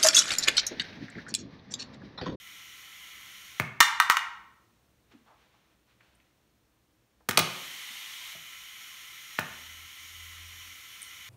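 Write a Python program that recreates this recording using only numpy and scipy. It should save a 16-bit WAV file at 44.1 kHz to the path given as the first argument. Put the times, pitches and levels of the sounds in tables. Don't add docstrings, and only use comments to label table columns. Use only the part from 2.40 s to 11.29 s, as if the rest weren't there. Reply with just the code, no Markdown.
import sys
import numpy as np
from scipy import signal
from scipy.fft import rfft, irfft, next_fast_len
from scipy.io import wavfile
from scipy.ndimage import uniform_filter1d

SR = 44100
rng = np.random.default_rng(int(sys.argv[2]) if len(sys.argv) > 2 else 0)


def dump_mix(stems):
    frames = np.atleast_2d(stems).T
    limited = np.clip(frames, -1, 1)
    pcm = np.round(limited * 32767).astype(np.int16)
    wavfile.write(sys.argv[1], SR, pcm)


N = 392049
T = np.arange(N) / SR


def cylinders():
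    # start in seconds, knock level before its low-pass in dB, knock centre in Hz, chatter in
    # seconds, air crack level in dB, crack centre in Hz, bench thump level in dB.
    clacks = [(1.1983, -7.5, 1800, .0003, -27.5, 9000, -26), (4.888, -15, 1300, 0.001, -20.5, 7760, -24.5),
              (4.8916, -17.5, 1820, .001, -21, 8500, -31), (4.91, -14.5, 3050, .0002, -28, 9500, -59),
              (4.9736, -0.5, 3800, 0.000393, -9.5, 5800, -32), (4.978, -9.5, 718, .002, -37, 6000, -40),
              (4.990, -17.5, 1070, 0.00203, -13, 11000, -23.5), (4.996, -13.5, 3970, .0009, -34, 5050, -27),
              (5.949, -45, 700, 0.00187, -60, 6000, -49.5), (6.983, -32, 2800, .0015, -62, 4000, -56),
              (6.988, -9, 1670, 0.00014, -60, 4000, -29.5), (6.991, -29, 1480, 0.0021, -27.5, 7900, -49.5)]
    # mode frequency in Hz, relative level in dB, t60 in seconds.
    frame_modes = [(684, -12, 0.03), (945, -10.5, .025), (1235, -4.5, 0.02), (1480, 2, 0.011),
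                   (1800, 0, .013), (2150, 0.5, .015), (2460, -2.5, .015), (2600, -12.5, 0.043),
                   (2980, -7, 0.014), (3420, -8.5, 0.0092), (3950, -4, .01), (4500, -2, .007),
                   (5070, -5, .008), (6180, -9, 0.024)]
    bench_modes = [(62, -12.5, 0.27), (115.7, -1.5, 0.067), (140, -5, 0.19), (163.4, -2.5, 0.22),
                   (206, 4, 0.073), (248, -1.5, .1), (308, -5, 0.062), (370, 2, .08), (480, -10, .08),
                   (600, -5.5, 0.066)]
    out = np.zeros(N)
    for start, db, hz, chatter_s, air_db, air_hz, thump_db in clacks:
        knock = ring(frame_modes, db, hz, chatter_s, slope_db=12, low_hz=.31 * hz)
        add(out, start, lowpass(knock, 2.5 * hz))
        add(out, start, burst(air_db, t60=.028, hz=air_hz, width=1.8 * air_hz))
        add(out, start, ring(bench_modes, thump_db, 190, chatter_s=.003, slope_db=5.5, low_hz=94))
    return out


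def workpiece():
    # start in seconds, knock level in dB, knock centre in Hz, crack level in dB.
    bounces = [(1.4037, -0.5, 1100, -8), (1.4073, 4, 1930, -12.5), (1.425, -14, 1002, -26),
               (1.6002, -2.5, 1428, -18.5), (1.6983, 0, 1300, -17), (1.7084, -16, 1500, -26.5),
               (1.721, -14.5, 1100, -31.5), (1.769, -8.5, 1590, -25)]
    # mode frequency in Hz, relative level in dB, t60 in seconds.
    box_modes = [(980, -4, 0.065), (1090, -7.5, 0.096), (1163, 0, 0.025), (1293, -3, 0.085),
                 (1373, -1.5, 0.04), (1550, 0, .03), (1840, -4, .03), (1840, 1, 0.017), (1920, -5, 0.045),
                 (2040, -4, .03), (2176, -1.5, 0.016), (2270, -11.5, .03), (2385, -9, .02),
                 (2840, -2.5, 0.032), (3040, -10, 0.043), (3560, 1.5, .015), (3900, -11.5, 0.0078),
                 (4300, -16.5, .015), (5840, -16.5, .012), (6700, -2.5, .01)]
    out = np.zeros(N)
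    for start, db, hz, crack_db in bounces:
        add(out, start, ring(box_modes, db, hz, chatter_s=.0006, slope_db=7.5, low_hz=856, scatter_db=3))
        add(out, start, burst(crack_db, t60=.03, hz=5600, width=5600))
        add(out, start, burst(crack_db - 2.5, t60=.012, hz=12500, width=5000))
    return out


def nozzle():
    # opening and shutting times in seconds, relative hiss level in dB, treble gain in dB.
    blows = [(-1, 1.197, -49, 2), (5, 9.5, -47.5, 3.5)]
    # frequency in Hz, relative spectral density in dB.
    jet_spectrum = [(180, -51), (300, -26), (582, -33), (797, -16.5), (895, -23.5), (1070, -12.5),
                    (1680, -9.5), (2080, 2.5), (2670, -8), (3050, -2.5), (4850, -13.5), (6530, -10),
                    (7830, -16.5), (13100, -13.5), (15700, -20)]
    # centre in Hz, width in Hz, gain in dB.
    resonances = [(1043, 60, 8), (1334, 70, 9.5), (1610, 60, -1), (2100, 200, -1), (2413, 79, 0.5),
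                  (3004, 210, 4), (3490, 80, 1.5), (8480, 110, 3), (10200, 83, 3.5), (11000, 230, 4),
                  (12000, 200, 2.5), (13500, 130, 1), (5630, 150, 1.5), (5700, 150, 4.5), (6660, 150, 4.5)]
    valve_s, sag_db_per_s = .007, .47
    jet = coloured_noise(jet_spectrum, resonances)
    body = lowpass(jet, 4000, order=1) * undb(.7 * flicker(11))
    treble = highpass(jet, 4000, order=1) * undb(.5 * flicker(10))
    out = np.zeros(N)
    for opens, shuts, db, treble_db in blows:
        dull_db = 6 * np.exp(-np.maximum(T - opens, 0) / .07)
        hiss = body + treble * undb(treble_db - dull_db)
        out += hiss * undb(db - sag_db_per_s * (T - opens)) * gate(opens, shuts, valve_s, valve_s)
    return out * undb(-.5)


def vent():
    # frequency in Hz, relative spectral density in dB.
    silencer_spectrum = [(240, -60), (400, -35), (945, -13), (1070, -11), (1540, -13.5), (2100, -1.5),
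                         (2560, -7), (2990, -0.5), (4810, -10), (5970, -10.5), (15700, -18)]
    hiss = coloured_noise(silencer_spectrum, peaks=[(11400, 360, 9.3)])
    flow = gate(on=4.99, off=5.93, rise=.11, fall=.049)
    return hiss * flow * undb(-45 + .49 * flicker(27))


def stirs():
    # start in seconds, level in dB, centre in Hz, width in Hz, t60 in seconds.
    knocks = [(2.712, -58.5, 1500, 2500, 0.17), (2.735, -51, 257, 80.1, 0.16),
              (2.86, -60.5, 1007, 699, 0.47), (2.9, -59.5, 900, 600, 0.31), (3.14, -64.5, 1000, 500, .1),
              (3.604, -58, 1890, 1200, .09), (3.75, -64.5, 9000, 2000, 0.053), (3.8, -61, 2380, 800, 0.047),
              (4.805, -60, 793, 800, 0.058), (5.5, -56, 240, 57, 0.069), (8.6187, -30.5, 9380, 2500, 0.01),
              (8.6283, -30.5, 9260, 1500, 0.014)]
    # peak time in seconds, peak level in dB, decay rate in dB per second.
    rustles = [(2.724, -70, 90), (2.87, -69, 11), (3.5, -71.5, 100), (3.63, -70.5, 36)]
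    ramp_s, hold_s = .047, .47
    swell = np.zeros(N)
    for peak, db, decay in rustles:
        window = gate(peak - ramp_s, peak + hold_s, ramp_s, ramp_s)
        swell += window * undb(db - decay * np.maximum(T - peak, 0))
    rustle = unit_rms(bandpass(rng.standard_normal(N), hz=1940, width=3000))
    out = rustle * swell * undb(2 * flicker(30))
    for start, db, hz, width, t60 in knocks:
        add(out, start, burst(db, t60, hz, width))
    return out


def drone():
    # time in seconds, level in dB.
    contour = [(7.1, -63.5), (7.454, -58), (7.552, -83), (7.606, -66.5), (7.8, -56), (7.952, -58),
               (8.01, -53), (8.322, -62.5), (8.356, -72), (8.61, -75.5), (8.85, -72)]
    start_hz, rise_hz_per_s = 80, 4.4
    times, db = np.transpose(contour)
    hz = start_hz + rise_hz_per_s * np.maximum(T - times[0], 0)
    phase = 2 * np.pi * np.cumsum(hz) / SR
    envelope = undb(np.interp(T, times, db, left=-150) + 1.2 * flicker(25))
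    return np.sqrt(2) * envelope * (np.sin(phase) + undb(-14.5) * np.sin(phase / 2))


def room_tone():
    # frequency in Hz, relative spectral density in dB.
    floor_spectrum = [(15, -46.5), (25, -18), (53, -7), (73, -3), (91, -12.5), (110, 0), (169, -13.5),
                      (189, -5.5), (268, -11), (307, -8), (351, -13), (540, -13), (652, -15.5), (5790, -24),
                      (15700, -28)]
    # centre in Hz, width in Hz, height above the floor in dB.
    hum_peaks = [(60, 12, 8.5), (120.4, 2.7, 6.5), (156, 11, 7.5), (188, 3.4, 7), (325, 60, 5)]
    return coloured_noise(floor_spectrum, hum_peaks) * undb(-68 + 1.3 * flicker(.89))


def room(x):
    # delay in seconds, level before its low-pass in dB.
    echoes = [(.0095, -15), (.021, -15)]
    # band centre in Hz, t60 in seconds, relative level in dB.
    tail_bands = [(149, .45, -3.5), (293.6, 1, -9.5), (587, 0.65, -5.5), (1200, .7, -5.5), (2590, 0.62, -6),
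                  (5150, 0.47, -9), (9500, .3, -9.5), (14000, 0.25, -30)]
    t = T[:SR]
    build_up = 1 - np.exp(-t / .004)
    response = np.zeros(SR)
    for delay, db in echoes:
        add(response, delay, lowpass(undb(db) * chatter(.0006), 8100))
    for hz, t60, db in tail_bands:
        tail = bandpass(rng.standard_normal(SR), hz, .78 * hz) * fade(t, t60) * build_up
        band_share = .7 * hz / (SR / 2)
        response += tail * undb(db) * np.sqrt(band_share / np.sum(tail ** 2))
    response[0] = 1
    return signal.fftconvolve(x, response)[:N]


def ring(modes, db, centre_hz, chatter_s, slope_db, low_hz, scatter_db=3.5):
    hz, mode_db, t60 = np.transpose(modes)[:, :, None]
    chance = rng.standard_normal((len(modes), 2))
    t = T[:SR // 2]
    gain = undb(mode_db - slope_db * np.abs(np.log2(hz / centre_hz)) + scatter_db * chance[:, :1])
    detuned_hz = hz * (1 + .0099 * chance[:, 1:])
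    ringing = np.sum(gain * fade(t, t60) * np.sin(2 * np.pi * detuned_hz * t), axis=0)
    struck = signal.fftconvolve(ringing, chatter(chatter_s))
    radiated = highpass(highpass(struck, low_hz), low_hz)
    return radiated * undb(db) / np.abs(radiated).max()


def burst(db, t60, hz, width):
    spread_s = t60 / 14
    x = bandpass(np.append(chatter(spread_s), np.zeros(4096)), hz, width)
    return x * undb(db) * np.sqrt(spread_s * SR / np.sum(x ** 2))


def chatter(spread_s):
    bins = np.arange(4097)
    hz = bins * SR / 8192
    lateness = np.minimum(rng.exponential(size=len(bins)), 4)
    delay = .0002 + spread_s * np.interp(3 * hz * spread_s, bins, lateness)
    return irfft(np.exp(-2j * np.pi * np.cumsum(delay) * SR / 8192))[:4096]


def coloured_noise(spectrum, peaks):
    size = next_fast_len(N)
    hz = np.maximum(np.arange(size // 2 + 1) * SR / size, 1)
    knot_hz, knot_db = np.transpose(spectrum)
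    db = np.interp(np.log(hz), np.log(knot_hz), knot_db) + bells(hz, peaks)
    return unit_rms(irfft(rfft(rng.standard_normal(size)) * undb(db), size)[:N])


def bells(hz, peaks):
    return sum(db / (1 + (2 * (hz - centre) / width) ** 2) for centre, width, db in peaks)


def flicker(rate):
    hold = int(SR / rate)
    steps = np.repeat(rng.standard_normal(N // hold + 1), hold)
    return 1.3 * uniform_filter1d(uniform_filter1d(steps, hold), hold)[:N]


def gate(on, off, rise, fall):
    return np.clip((T - on) / rise, 0, 1) * np.clip(1 - (T - off) / fall, 0, 1)


def bandpass(x, hz, width):
    edges = [max(hz - width / 2, 20), min(hz + width / 2, .48 * SR)]
    return signal.sosfilt(signal.butter(2, edges, "bandpass", fs=SR, output="sos"), x)


def lowpass(x, hz, order=2):
    return signal.sosfilt(signal.butter(order, min(hz, .45 * SR), fs=SR, output="sos"), x)


def highpass(x, hz, order=4):
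    return signal.sosfilt(signal.butter(order, hz, "high", fs=SR, output="sos"), x)


def fade(t, t60):
    return np.exp(-np.log(1000) * t / t60)


def undb(db):
    return 10 ** (np.asarray(db) / 20)


def unit_rms(x):
    return x / np.sqrt(np.mean(x ** 2))


def add(out, start, x):
    i = int(start * SR)
    out[i:i + len(x)] += x[:N - i]


def scene():
    background = room_tone()
    air = nozzle() + vent()
    station = room(cylinders() + stirs() + air)
    box = room(workpiece())
    return (station + box + drone() + background)[None]


def record(dry):
    # centre in Hz, width in Hz, gain in dB.
    port_dips = [(4860, 280, -6.5), (7740, 1300, -3.5), (10300, 770, -7), (12300, 2700, -2.5)]
    ceiling, top_hz = .7, 15720
    size = next_fast_len(N)
    hz = np.arange(size // 2 + 1) * SR / size
    coloured = irfft(rfft(dry, size) * undb(bells(hz, port_dips)), size)[:, :N]
    rounded = ceiling * np.tanh(coloured / ceiling)
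    return signal.sosfilt(signal.ellip(16, .2, 70, top_hz, fs=SR, output="sos"), rounded)


dry = scene()
out = record(dry)
dump_mix(out)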